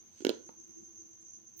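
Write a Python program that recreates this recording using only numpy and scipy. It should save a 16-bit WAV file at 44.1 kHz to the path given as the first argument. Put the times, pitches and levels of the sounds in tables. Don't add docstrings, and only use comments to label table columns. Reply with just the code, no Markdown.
import sys
import numpy as np
from scipy import signal
from scipy.fft import rfft, irfft
from scipy.io import wavfile

SR = 44100
rng = np.random.default_rng(int(sys.argv[2]) if len(sys.argv) > 2 else 0)


def to_wav(s):
    ch = np.atleast_2d(s).T
    pcm = np.round(np.clip(ch, -1, 1) * 32767)
    wavfile.write(sys.argv[1], SR, pcm.astype(np.int16))


N = 70560
LEFT_GRAIN_DB = -39

# (time [s], thump level [dB], thump pitch [Hz], thump bandwidth [relative],
# snap level [dB], snap brightness [Hz])
CRACKS = [(0.2045, -35, 290, 0.43, -39, 2460), (0.2201, -33.5, 339, 0.26, -48.5, 1200),
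          (0.2482, -13, 347, 0.59, -15.5, 8000), (0.2665, -12, 329, 0.51, -22, 7000),
          (0.2920, -12.5, 376.4, 0.7, -16.5, 7500), (0.3002, -18, 334, 0.5, -28, 6500),
          (0.3095, -21.5, 375, 0.74, -50, 3500)]


def snaps():
    # (pitch [Hz], level [dB], time to fade 60 dB [s])
    clay_tones = [(994, -17, .011), (1456, -13, 0.013), (2240, -13, 0.01), (2550, -9, 0.00708),
                  (3180, -2, 0.0033), (3872, -7.5, 0.0092), (4166, -8, 0.0086), (5136, -9.5, 0.0059),
                  (6530, -1.5, 0.0017), (7570, -8.5, 0.0042), (8550, -12, 0.0027)]
    force, dust = 0, 0
    for start, _, _, _, db, bright_hz in CRACKS:
        start += .0005
        splinters = from_db(-9) * shower(start, per_s=12000, fade_s=0.0092)
        splinters = butter(splinters, 7500, "low")
        force += from_db(db) * butter(splinters - click(start), bright_hz, "low")
        dust_db = 1.41 * db - 8
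        dust += from_db(dust_db) * shower(start, per_s=6400, fade_s=0.018)
    left, right = place(ring_tones(bending_waves(force), clay_tones), left_db=-11.5)
    left = butter(left, 7000, "low")
    fizz = butter(dust, 10500, "high", order=4)
    return np.array([left, right]) + place(fizz, LEFT_GRAIN_DB)


def bending_waves(force, spread=0.28, stages=14):
    return signal.sosfilt([[-spread, 1, 0, 1, -spread, 0]] * stages, force)


def thumps():
    out = 0
    for start, db, hz, width, _, _ in CRACKS:
        band_hz = hz * np.exp(np.array([-.5, .5]) * width)
        jolt = butter(-click(start), band_hz, "band")
        out += from_db(db) * jolt / np.abs(jolt).max()
    out = butter(out, 615, "low", order=3)
    return place(butter(out, 261, "high", order=1), left_db=-10.5)


def crumb():
    # (time [s], level [dB])
    hits = [(0.4913, -37.5), (0.4928, -42.5)]
    # (pitch [Hz], level [dB], time to fade 60 dB [s])
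    surface_tones = [(249, 0, 0.025), (484, -1.5, 0.018), (914, 0, 0.019), (1100, -4.5, 0.015),
                     (1194, -9, 0.016), (2400, -6, 0.0062), (4300, 1, 0.032)]
    clicks = sum(from_db(db) * click(start) for start, db in hits)
    force = butter(clicks, [156, 1770], "band")
    return place(ring_tones(force, surface_tones), left_db=-18)


def grains():
    # (time [s], level [dB], lower edge [Hz])
    ticks = [(0.678, -56, 7000), (1.569, -39.5, 12000), (1.5786, -34.5, 11000), (1.5916, -34, 13240),
             (1.5941, -29, 3380)]
    out = 0
    for start, db, low_hz in ticks:
        spray = from_db(-2.5) * shower(start, per_s=15000, fade_s=0.012)
        out += from_db(db) * butter(click(start) + spray, low_hz, "high")
    return place(out, LEFT_GRAIN_DB)


def rubs(release_s=0.01):
    # (peak time [s], rise time [s], level [dB], lower edge [Hz], upper edge [Hz])
    strokes = [(0.227, 0.054, -57, 2400, 7780), (0.49, 0.04, -72.5, 6400, 7700),
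               (0.83, 0.0088, -73, 6500, 8100), (0.83, 0.045, -62, 200, 267.7),
               (1.225, 0.019, -71, 7000, 8300)]
    t, out = np.arange(N) / SR, 0
    for peak, rise_s, db, low_hz, high_hz in strokes:
        grit = butter(random_clicks(per_s=2700), low_hz, "high")
        grit = unit_level(butter(grit, high_hz, "low", order=6))
        swell = np.exp(-np.maximum((peak - t) / rise_s, (t - peak) / release_s))
        out += from_db(db) * grit * swell
    return place(out, left_db=-15)


def room_echo(sound, build_s=0.0009, left_db=-3.5):
    # (lower edge [Hz], upper edge [Hz], level [dB], time to fade 60 dB [s])
    bands = [(93, 358, -15, 0.421), (314, 650, -13.5, 0.34), (804, 1960, -9, 0.33),
             (1900, 9270, -13.5, 0.29)]
    t, tail = np.arange(SR // 2) / SR, 0
    for low_hz, high_hz, db, fade_s in bands:
        noise = rng.standard_normal((2, len(t))) * (1 - np.exp(-t / build_s))
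        noise = unit_level(noise * fade(t, fade_s)) / np.sqrt(len(t))
        tail += from_db(db) * butter(noise, [low_hz, high_hz], "band", order=3)
    return signal.fftconvolve(sound[None], tail, axes=1)[:, :N] * from_db([[left_db], [0]])


def hiss(rise_s=0.001, settle_s=0.016):
    # (pitch [Hz], width [Hz], left level [dB], right level [dB], left-right likeness [-1..1])
    band = (6303, 347.5, -56.5, -54, -0.08)
    # (time [s], level change [dB])
    swell = [(0, -2), (0.25, -4.5), (0.42, -3), (0.48, 5), (0.548, -4), (0.61, 0.5), (0.68, -4.5),
             (0.849, 1.5), (0.901, -3), (0.97, 2), (1.04, -2.5), (1.11, 0), (1.179, -1.5), (1.311, -2.5),
             (1.6, -1)]
    # (time [s], boost [dB])
    flares = [(0.573, 9), (0.694, 6.5), (1.336, 9), (1.469, 5.5)]
    t, flare_db = np.arange(N) / SR, 0
    for peak, db in flares:
        onset = np.clip((t - peak) / rise_s + 1, 0, 1)
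        flare_db += db * onset * np.exp(-np.abs(t - peak) / settle_s)
    return fluttering_band(band, swell, flare_db)


def drone():
    # (pitch [Hz], width [Hz], left level [dB], right level [dB], left-right likeness [-1..1])
    band = (335, 20, -67, -64.5, -0.31)
    # (time [s], level change [dB])
    swell = [(0, -4.5), (0.1, -17), (0.3, -8), (0.448, 1.5), (0.68, 2), (0.79, 7), (0.87, 3), (0.91, -4.5),
             (0.96, 2), (1.142, 2.5), (1.185, -12), (1.24, -0.5), (1.32, -13), (1.39, -0.5), (1.51, -8),
             (1.6, 1.5)]
    return fluttering_band(band, swell)


def room_noise(level_db=-66.5, left_db=-3, sink_db_per_s=1.95):
    # (frequency [Hz], relative level [dB])
    colour = [(25, -14), (60, -9), (100, 7), (150, -7.5), (220, 8.5), (285, -3.5), (440, -4.5), (620, -11),
              (950, -10.5), (1300, -13.5), (5000, -17), (8500, -31.5), (13000, -23), (15300, -35.5)]
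    # (frequency [Hz], likeness [-1..1])
    likeness = [(30, 0.96), (200, 0.38), (500, 0.075), (1500, 0.037), (15000, 0.046)]
    t, freqs = np.arange(N) / SR, np.arange(N // 2 + 1) * SR / N
    noise = stereo_noise(from_db(at_hz(colour, freqs)), at_hz(likeness, freqs))
    return from_db(level_db - sink_db_per_s * t + [[left_db], [0]]) * noise


def fluttering_band(band, swell, flare_db=0, flutter_db=2.3, flutter_hz=8.4, top_hz=6550):
    hz, width, left_db, right_db, likeness = band
    t, freqs = np.arange(N) / SR, np.arange(N // 2 + 1) * SR / N
    flutter = irfft(rfft(rng.standard_normal(N)) / (1 + (freqs / flutter_hz) ** 2), N)
    db = np.interp(t, *np.transpose(swell)) + flare_db + flutter_db * unit_level(flutter)
    hump = 1 / (1 + np.abs((freqs - hz) / (0.78 * width)) ** 2.78)
    steep_top = 1 / np.sqrt(1 + (freqs / top_hz) ** 40)
    return from_db(db + [[left_db], [right_db]]) * stereo_noise(hump * steep_top, likeness)


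def stereo_noise(gain, likeness):
    shared, opposed = rfft(rng.standard_normal((2, N)))
    spectrum = np.sqrt(1 + likeness) * shared + np.sqrt(1 - likeness) * opposed * [[1], [-1]]
    return unit_level(irfft(gain * spectrum, N))


def place(sound, left_db, lead_s=0.00034):
    n = np.arange(N)
    left = from_db(left_db) * np.interp(n + round(lead_s * SR), n, sound)
    return np.array([left, sound])


def click(time_s):
    return 1. * (np.arange(N) == int(time_s * SR))


def random_clicks(per_s):
    return (rng.random(N) < per_s / SR) * rng.standard_normal(N)


def shower(start, per_s, fade_s):
    return random_clicks(per_s) * fade(np.arange(N) / SR - start, fade_s)


def fade(t, fade_s):
    return (t > 0) * from_db(-60 * np.maximum(t, 0) / fade_s)


def ring(force, hz, fade_s):
    decay, angle = from_db(-60 / (fade_s * SR)), 2 * np.pi * hz / SR
    return signal.lfilter([.5, 0, -.5], [1, -2 * decay * np.cos(angle), decay * decay], force + 1e-18)


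def ring_tones(force, tones):
    return sum((-1) ** k * from_db(db) * ring(force, hz, fade_s)
               for k, (hz, db, fade_s) in enumerate(tones))


def butter(sound, hz, kind, order=2):
    return signal.sosfilt(signal.butter(order, hz, kind, fs=SR, output="sos"), sound + 1e-18)


def at_hz(points, hz):
    freqs, values = np.transpose(points)
    return np.interp(np.log(hz + 1), np.log(freqs), values)


def from_db(db):
    return 10 ** (np.asarray(db) / 20)


def unit_level(sound):
    return sound / np.sqrt(np.mean(sound ** 2) + 1e-20)


def scene():
    clay = thumps() + snaps() + crumb() + grains() + rubs()
    return clay + room_echo(clay[1]) + room_noise() + drone() + hiss()


def record(dry):
    ring_hz, ring_db, fade_s, cutoff_hz = 15170, 16, 0.008, 16300
    ringing = ring(dry, ring_hz, fade_s) * 2 * np.log(1000) / (fade_s * SR)
    treble_cut = signal.ellip(10, .2, 70, cutoff_hz, fs=SR, output="sos")
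    return signal.sosfilt(treble_cut, dry + from_db(ring_db) * ringing)


dry = scene()
out = record(dry)
to_wav(out)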